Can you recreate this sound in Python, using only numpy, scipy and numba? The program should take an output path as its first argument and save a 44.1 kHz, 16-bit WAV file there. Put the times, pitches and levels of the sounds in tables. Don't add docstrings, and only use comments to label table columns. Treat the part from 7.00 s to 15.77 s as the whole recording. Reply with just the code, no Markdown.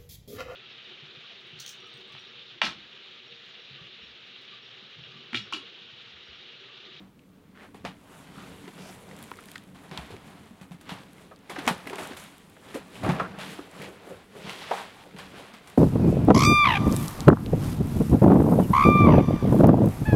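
import sys
import numpy as np
from scipy import signal
from scipy.fft import rfft, irfft, next_fast_len
from scipy.io import wavfile
from scipy.ndimage import uniform_filter1d
from numba import njit

SR = 44100
rng = np.random.default_rng(int(sys.argv[2]) if len(sys.argv) > 2 else 0)


def generate_wav(sig):
    pcm = np.round(np.clip(np.atleast_2d(sig).T, -1, 1) * 32767).astype(np.int16)
    wavfile.write(sys.argv[1], SR, pcm)


N = 386977


def soles(grit_gain, dust_gain, tilt_db):
    # f/Hz, level/dB
    grit_bands = [(700, 8.5), (1000, 7), (1500, 4.5), (2200, 2.5), (3200, 0.5), (4300, -12.5)]
    # f/Hz, level/dB
    dust_bands = [(5500, -8), (7500, 0), (10000, 1), (12500, -11.5), (15000, -10)]
    grit_burst, dust_burst = crunches()
    grit = grind(grit_bands, tilt_db, rate=6000, spread_db=2, flicker_db=1.5, q=1.55, share=0.09)
    dust = grind(dust_bands, 0, rate=8000, spread_db=1.5, flicker_db=2, q=2.1, share=0.21)
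    return (grit_gain + grit_burst) * grit + (dust_gain + dust_burst) * dust


def scuffs(edge_db=-12):
    # heaviest t/s, swell/s, ease/s, grit/dB, grit tilt/(dB/octave), dust/dB, floor/dB, loose/dB
    slides = [(0.0, .05, 0.077, -56.5, -1, -78, -46.5, -60),
              (0.63, 0.059, 0.07, -54, -2.5, -67.5, -59, -59), (0.89, 0.22, 0.086, -64, 1, -81, -46.5, -61),
              (1.14, 0.16, 0.24, -55.5, -2, -62, -54, -62), (1.46, 0.31, 0.41, -51.5, 1, -62, -48, -54.5),
              (1.79, 0.035, 0.19, -54, 3, -65, -51, -49), (1.89, 0.28, 0.2, -51, -0.5, -60, -51.5, -65),
              (2.08, 0.09, .15, -58, -4, -66, -49, -53), (2.23, .25, .3, -53.5, 1, -60, -52.5, -57.5),
              (2.55, .35, .1, -56, 1, -63, -54, -60.5), (2.68, .08, .1, -63, 0, -71, -52, -63),
              (2.84, 0.071, 0.54, -57.5, -2.5, -68, -58, -59), (3.13, 0.34, 0.077, -54, 1, -63, -47, -59),
              (3.28, .07, .25, -55.5, -1.5, -66, -50.5, -63), (3.45, .15, .2, -58, -0.5, -67, -57.5, -66),
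              (3.89, .07, 0.24, -53, 0.5, -67, -47, -60), (4.2, 0.22, 0.19, -57, 0, -66, -55, -59),
              (4.56, .08, .15, -50, 0.5, -64.5, -49.5, -54), (4.7, .1, 0.092, -38.5, -0.5, -52, -42.5, -41),
              (5.05, .25, 0.083, -44, -1.5, -54.5, -46, -52.5), (5.12, .05, 0.054, -46, 1, -57, -44.5, -45),
              (5.23, 0.16, .25, -52, 1.5, -59, -53.5, -61), (5.71, 0.14, 0.24, -49.5, 0.5, -61, -49, -53),
              (5.96, 0.065, 0.25, -48.5, 3.5, -57.5, -63, -52),
              (6.06, 0.04, 0.12, -43, -6, -62, -32.5, -43.5), (6.16, 0.2, 0.23, -44, -4, -63, -40, -44),
              (6.41, 0.027, 0.16, -44.5, 2, -61.5, -59, -67.5),
              (6.51, 0.12, 0.14, -46, 2, -54, -43.5, -49.5),
              (6.83, 0.13, 0.1, -44.5, 0, -55.5, -44.5, -46.5),
              (6.89, 0.083, 0.064, -54, 0, -74, -56, -42.5), (7.1, 0.21, .16, -50, -1.5, -62.5, -52, -51),
              (7.37, 0.047, 0.15, -54.5, -2, -63, -50, -45.5),
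              (7.49, 0.11, 0.21, -43, 1.5, -57.5, -49, -48), (7.62, 0.19, 0.28, -47, 7.5, -59.5, -58, -56),
              (7.78, 0.16, 0.095, -39, -1, -53, -53, -52), (7.97, 0.11, 0.23, -53.5, 1, -65, -68, -67),
              (8.24, 0.23, 0.11, -64, 1, -72, -51, -52.5), (8.39, .12, .2, -48, 0.5, -61, -55, -52),
              (8.7, 0.32, 0.33, -56, 1, -65.5, -74, -60)]
    rest_db = np.array([[-70], [-85], [-59.5], [-66]])
    t = np.arange(0, N, 64) / SR
    power, tilt_sum = undb(2 * rest_db), 0
    for at, swell, ease, grit_db, tilt_db, dust_db, floor_db, loose_db in slides:
        load_db = edge_db * np.maximum((at - t) / swell, (t - at) / ease)
        layer_db = np.array([[grit_db], [dust_db], [floor_db], [loose_db]]) + load_db
        layer_power = undb(2 * layer_db)
        power = power + layer_power
        tilt_sum = tilt_sum + tilt_db * layer_power[0]
    curves = (*np.sqrt(power), tilt_sum / power[0])
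    return [np.interp(np.arange(N) / SR, t, curve) for curve in curves]


def crunches(crest_db=21):
    # t/s, peak level/dB, dust against grit/dB, t60/s
    landings = [(0.745, -34, -13, 0.21), (0.851, -18, -19, 0.17), (1.678, -30.5, -24, 0.07),
                (1.779, -46, -6, 0.25), (2.746, -34.5, -16, 0.34), (2.913, -27.5, -25, 0.95),
                (2.974, -25, -22, 0.14), (3.106, -35, -6, 0.079), (3.613, -35, -9, 0.2),
                (3.717, -33, -11, 0.16), (3.811, -33.5, -3, 0.069), (3.892, -21, -13, 0.3),
                (4.499, -17, -13, 0.14), (4.565, -27, -30, 0.064), (4.588, -16.5, -17, 0.088),
                (4.677, -1, -11, 0.095), (4.87, -18.5, -14, 0.094), (4.898, -23, -10, 0.067),
                (4.931, -24, -14, 0.13), (4.983, -19.5, -12, 0.19), (5.167, -23.5, -5, 0.19),
                (5.746, -22.5, -10.5, 0.15), (5.955, -51, -15, 0.096), (6.032, -24.5, -13, 0.32),
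                (6.096, -12.5, -39, 0.11), (6.196, -28.5, -26, 0.033), (6.387, -30, -7.5, 0.51),
                (6.818, -29, -31, 0.15), (7.495, -31, -14, 0.11), (7.711, -27.5, -31, 0.12),
                (8.164, -30, -17, 0.36), (8.187, -25, -11, 0.22), (8.539, -25, -10, 0.093),
                (8.674, -34, -0.5, 0.11)]
    t = np.arange(N) / SR
    grit, dust = np.zeros(N), np.zeros(N)
    for at, db, dust_db, t60 in landings:
        span = slice(int(at * SR), int((at + t60) * SR))
        fade = undb(db - crest_db - 60 * (t[span] - at) / t60)
        grit[span] += fade
        dust[span] += fade * undb(dust_db)
    return grit, dust


def grind(bands, tilt_db, rate, spread_db, flicker_db, q, share):
    shared_slips = unit(grains(rate / 20, spread_db))
    jerk = wander(25)
    out = 0
    for hz, db in bands:
        slips = unit(grains(rate, spread_db)) + share * shared_slips
        lift_db = tilt_db * np.log2(hz / 1800)
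        waver_db = flicker_db * (jerk + .5 * wander(40))
        out = out + undb(db + lift_db + waver_db) * ring_twice(slips, hz, hz / q)
    return out / np.sqrt(sum(undb(2 * db) * hz / q / SR for hz, db in bands))


def grains(rate, spread_db):
    out, count = np.zeros(N), int(rate * N / SR)
    size_db = spread_db * np.minimum(rng.exponential(size=count), 4.5)
    out[rng.integers(0, N, count)] = rng.standard_normal(count) * undb(size_db)
    return out


def boards(floor_gain, loose_gain):
    # f/Hz, nominal width/Hz, level/dB
    floor_modes = [(58, 20, -20), (99, 38, -7.5), (169.7, 23, -3), (201.8, 34, -5), (277.5, 34.5, -6)]
    # f/Hz, nominal width/Hz, level/dB
    loose_modes = [(357.6, 26, -8.5), (428, 84, 0), (535, 112, -5.5)]
    out = 0
    for gain, modes, flicker_db in (floor_gain, floor_modes, 4), (loose_gain, loose_modes, 2):
        wood = 0
        for hz, width, db in modes:
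            level = undb(db + flicker_db * wander(18))
            wood = wood + level * unit(ring_twice(rng.standard_normal(N), hz, 1.71 * width))
        out = out + gain * unit(wood)
    return out


def heels():
    # t/s, peak level/dB, f/Hz, t60/s
    thuds = [(0.844, -35, 258, 0.13), (1.376, -39, 166, 0.12), (1.642, -37.5, 186, 0.16),
             (2.916, -36, 159, 0.22), (2.988, -34.5, 153, 0.17), (2.985, -43, 66, 0.15),
             (3.136, -46.5, 118, 0.092), (3.51, -39.5, 210, 0.083), (3.613, -38, 179, 0.09),
             (3.711, -34.5, 171, 0.21), (3.745, -39.5, 173, 0.08), (3.92, -31.5, 174, 0.078),
             (4.584, -27, 294, 0.11), (4.673, -21.5, 244, 0.092), (4.71, -24.5, 176, 0.077),
             (4.867, -34, 264, 0.2), (5.109, -35, 254, 0.13), (5.751, -26, 270, 0.13),
             (6.038, -30, 104.7, 0.13), (6.065, -22.5, 320, 0.12), (6.071, -39, 58.6, 0.34),
             (6.092, -14.5, 162.5, 0.16), (6.12, -21, 173.4, 0.13), (6.15, -25.5, 164, 0.31),
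             (6.215, -30, 162, 0.2), (6.38, -38, 170, 0.13), (6.416, -38, 173, 0.12),
             (6.519, -40, 207, 0.064), (6.8, -34.5, 169, 0.18), (7.445, -36, 183, 0.12),
             (7.474, -33, 187, 0.2), (8.146, -36.5, 175, 0.23), (8.537, -43.5, 210, 0.12)]
    rows = [(*thud, -26) for thud in thuds]
    return blows(rows, q=2.6, push=16, length_s=1 / 3, second_ratio=0.5, mode_db=9, rise_s=0.004)


def loose_pieces():
    # t/s, peak level/dB, f/Hz, t60/s, second ring/dB
    knocks = [(0.744, -42, 415, 0.1, 1.5), (0.85, -26.5, 520, 0.031, -1), (1.677, -35, 388, 0.04, -29),
              (1.853, -40.5, 730, 0.06, -8), (1.893, -42, 750, 0.044, -11),
              (2.316, -25.5, 980, 0.014, -5.5), (2.316, -33.5, 443, 0.016, -6),
              (2.388, -35, 1410, 0.019, -16), (2.556, -36.5, 1620, 0.059, 2), (2.917, -35.5, 377, 0.1, -5),
              (2.974, -33, 960, 0.047, -16), (3.105, -37, 366, 0.018, -27), (3.138, -36.5, 366, 0.13, -8),
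              (3.717, -44, 734, 0.064, -3), (4.313, -39.5, 574, 0.083, -6), (4.317, -40.5, 1090, 0.1, -31),
              (4.495, -36.5, 370, 0.2, -5), (4.563, -26.5, 706, 0.076, 1.5),
              (4.677, -12.5, 950, 0.054, -14), (4.872, -36, 415, 0.056, -11), (4.906, -31, 423, 0.063, -17),
              (4.93, -29.5, 433, 0.12, -1), (4.983, -34, 360, 0.17, -10.5), (5.567, -46, 700, 0.065, 4),
              (5.743, -31, 357, 0.13, -8), (5.758, -23.5, 447, 0.061, -13), (6.035, -24.5, 644, 0.083, -24),
              (6.046, -26.5, 584, 0.15, 5), (6.079, -19, 354, 0.086, -3.5), (6.198, -17, 1235, 0.11, -25),
              (6.198, -22.5, 609, 0.13, -14), (6.381, -38, 665, 0.11, -14), (6.589, -28, 361, 0.055, -5.5),
              (6.59, -35.5, 1246, 0.074, -12), (6.793, -38, 443, 0.07, -18), (7.07, -35.5, 456, 0.21, -23),
              (7.107, -31.5, 445, 0.14, -19), (7.352, -39, 434, 0.15, -18), (7.617, -36.5, 795, 0.066, -2),
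              (7.710, -20.5, 440, 0.065, -7.5), (7.714, -14, 735, 0.054, -24),
              (7.736, -22, 790, 0.058, -9.5), (8.063, -40, 500, 0.067, -14),
              (8.337, -38.5, 428, 0.078, -15), (8.393, -38, 478, 0.054, -7)]
    return blows(knocks, q=1.82, push=1.37, length_s=1 / 4, second_ratio=1.92, mode_db=-15, rise_s=0.0023)


def shards(grit_gain, t60=0.018):
    # t/s, peak level/dB, f/Hz
    large = [(0.1932, -45.5, 2530), (0.852, -31.5, 2250), (1.6796, -38, 2100), (2.113, -37, 1880),
             (2.339, -36, 1980), (2.389, -44, 1960), (2.399, -41, 1490), (2.487, -37.5, 1810),
             (2.516, -35, 3300), (2.5582, -27, 1870), (2.5805, -37, 3380), (2.9136, -33, 2210),
             (2.9756, -19, 3280), (3.1662, -34.5, 2320), (3.613, -43, 2060), (3.8945, -35.5, 2720),
             (4.4972, -29, 1970), (4.56, -32, 2000), (4.587, -29, 2040), (4.6558, -31, 2100),
             (4.6777, -12, 2210), (4.8579, -37, 2070), (4.873, -29, 2060), (4.8983, -25.5, 2230),
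             (4.932, -31, 2080), (4.9583, -30, 3040), (4.9823, -34, 2090), (5.0559, -36, 1790),
             (5.1346, -41, 1810), (5.7436, -32, 1790), (5.9559, -34.5, 2460), (6.0955, -35, 1964),
             (6.3883, -34, 2940), (6.8176, -32.5, 2380), (7.4959, -21, 2400)]
    small = [(at, db, 2100) for at, db in strays(grit_gain, over_db=9, count=25)]
    rows = [(*snap, t60, -14) for snap in large + small]
    return blows(rows, q=1.5, push=2.8, length_s=1 / 12, second_ratio=2.2, mode_db=7)


def crumbs(dust_gain, t60=0.0074):
    # t/s, peak level/dB, f/Hz
    large = [(0.851, -31, 4580), (2.0384, -48, 4500), (2.068, -45, 9150), (2.0906, -41, 4730),
             (2.166, -34, 7920), (2.1899, -32, 9950), (2.2272, -24, 10400), (2.2394, -30.5, 9660),
             (2.3111, -33, 10700), (2.3575, -39, 5060), (2.3714, -32.5, 10500), (2.4084, -39, 9930),
             (2.4384, -37, 9350), (2.4573, -30, 11100), (2.4862, -35, 4810), (2.5162, -25, 9980),
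             (2.5561, -37, 4670), (2.58, -33, 7500), (2.6379, -40.5, 9400), (2.8953, -42, 4400),
             (3.8137, -40.5, 10000), (3.8901, -41, 5660), (4.1325, -36, 10200), (4.3613, -40.5, 4580),
             (4.3909, -44.5, 6730), (4.4972, -42, 4510), (4.5875, -40, 4570), (4.6663, -23, 5840),
             (4.6768, -15, 4700), (4.7486, -35, 4750), (4.873, -26, 9800), (4.8973, -38, 10400),
             (4.9574, -25, 7910), (4.9826, -36, 9480), (5.012, -36.5, 10200), (5.0344, -30, 6830),
             (5.0739, -24.5, 10050), (5.1352, -35, 5750), (5.1724, -25, 10200), (5.2006, -33, 5800),
             (5.239, -29, 9870), (5.382, -32.5, 9720), (5.4994, -36, 10500), (5.745, -32.5, 4740),
             (5.9474, -39, 7840), (6.0397, -39, 4790), (6.0616, -36, 4500), (6.7136, -36, 7770),
             (7.4904, -43, 4880), (8.1863, -34, 7560), (8.5375, -37, 4580), (8.6742, -38, 4550),
             (8.7006, -33, 8320)]
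    small = [(at, db, 9450 * 2 ** (0.24 * rng.standard_normal()))
             for at, db in strays(dust_gain, over_db=15.5, count=160)]
    rows = [(*burst, t60, -12) for burst in large + small]
    return blows(rows, q=0.93, push=4.5, length_s=1 / 40, second_ratio=0.38, mode_db=-3)


def strays(gain, over_db, count, crowding=0.6, spread_db=2.5):
    when, size = rng.random((count, 2)).T
    odds = np.cumsum(gain ** crowding)
    at = np.searchsorted(odds, when * odds[-1])
    level_db = 20 * np.log10(gain[at]) + over_db - spread_db * np.log(1 - size)
    return zip(at / SR, level_db)


def blows(rows, q, push, length_s, second_ratio, mode_db, rise_s=0):
    out = np.zeros(N + SR)
    t = np.arange(int(length_s * SR)) / SR
    attack = np.minimum(t / max(rise_s, 1 / SR), 1)
    hardness = push * np.exp(-(rise_s / 0.0034) ** 2)
    for at, db, hz, t60, second_db in rows:
        first_contact = hardness * np.sqrt(SR / hz) * (t == 0)
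        fade = undb(-60 * t / t60)
        force = first_contact + rng.standard_normal(len(t)) * fade * attack
        body = ring_twice(force, hz, hz / q) + undb(mode_db) * ring(force, hz, hz / 9)
        second = ring_twice(force * fade, second_ratio * hz, 0.64 * second_ratio * hz)
        blow = body / np.abs(body).max() + undb(second_db) * second / np.abs(second).max()
        i = int(at * SR)
        out[i:i + len(t)] += undb(db) * blow
    return out[:N]


def rasps():
    # start/s, end/s, f/Hz, width/Hz, level/dB
    drags = [(0.525, 0.705, 1670, 1300, -55), (1.052, 1.24, 1250, 500, -63),
             (1.315, 1.483, 1270, 400, -54.5), (1.772, 1.942, 2570, 2560, -55),
             (1.775, 1.932, 4700, 2500, -56.5), (6.212, 6.28, 1255, 600, -37.5),
             (6.4, 6.58, 2500, 2500, -54), (6.796, 6.888, 2190, 1990, -48),
             (7.352, 7.88, 2966, 2800, -51.5), (7.729, 7.85, 870, 400, -42.5), (7.92, 8.118, 860, 297, -57)]
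    out, slips = np.zeros(N), grains(rate=3000, spread_db=1.5)
    for start, end, hz, width, db in drags:
        i, j = int(start * SR), int(end * SR)
        swell = signal.windows.tukey(j - i, .6)
        out[i:j] += undb(db) * swell * unit(ring_twice(slips[i:j], hz, width))
    return out


@njit
def walls(x, lags, gain, damping):
    line, dulled, out = np.zeros((8, 4096)), np.zeros(8), np.zeros(len(x))
    for i in range(len(x)):
        total = 0.
        for k in range(8):
            returning = gain[k] * line[k, (i - lags[k]) & 4095]
            dulled[k] += (1 - damping) * (returning - dulled[k])
            total += dulled[k]
            out[i] += dulled[k] * (1 - 2 * (k % 2))
        for k in range(8):
            line[k, i & 4095] = x[i] + dulled[k] - total / 4
    return out


def room_tone(level_db=-59.5):
    # f/Hz, relative level/dB
    spectrum = [(15, -51), (25, -8.5), (123, -5.5), (190, 1.5), (317, -4.5), (714, -52), (1130, -19),
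                (5570, -72), (14800, -37), (16000, -52)]
    hz, db = np.transpose(spectrum)
    n = next_fast_len(N)
    bin_hz = np.arange(n // 2 + 1) * SR / n + 1
    colour = undb(np.interp(np.log(bin_hz), np.log(hz), db))
    noise = irfft(rfft(rng.standard_normal(n)) * colour, n)[:N]
    return undb(level_db) * unit(noise)


def ring(x, hz, width):
    return signal.lfilter(*signal.iirpeak(min(hz, .45 * SR), hz / width, fs=SR), x)


def ring_twice(x, hz, width):
    return ring(ring(x, hz, width), hz, width)


def wander(rate):
    hold = int(SR / rate)
    steps = np.repeat(rng.standard_normal(N // hold + 1), hold)
    return uniform_filter1d(uniform_filter1d(steps, hold), hold)[:N]


def undb(db):
    return 10 ** (np.asarray(db) / 20)


def unit(x):
    return x / np.sqrt(np.mean(x ** 2))


def scene():
    grit_gain, dust_gain, floor_gain, loose_gain, tilt_db = scuffs()
    steps = soles(grit_gain, dust_gain, tilt_db) + boards(floor_gain, loose_gain)
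    steps += heels() + loose_pieces() + shards(grit_gain) + crumbs(dust_gain) + rasps()
    bass_t60_s, echo_db = 0.16, -13.5
    lags = rng.integers(300, 1800, 8)
    echo = walls(steps, lags, undb(-60 * lags / SR / bass_t60_s), damping=0.9)
    return (steps + undb(echo_db) * echo + room_tone())[None]


def record(dry):
    dulled = signal.lfilter(*signal.butter(1, 13000, fs=SR), dry)
    hiss = undb(-73) * rng.standard_normal(dry.shape)
    top_cut = signal.ellip(10, .2, 70, 15800, fs=SR, output="sos")
    return signal.sosfilt(top_cut, dulled + hiss)


dry = scene()
out = record(dry)
generate_wav(out)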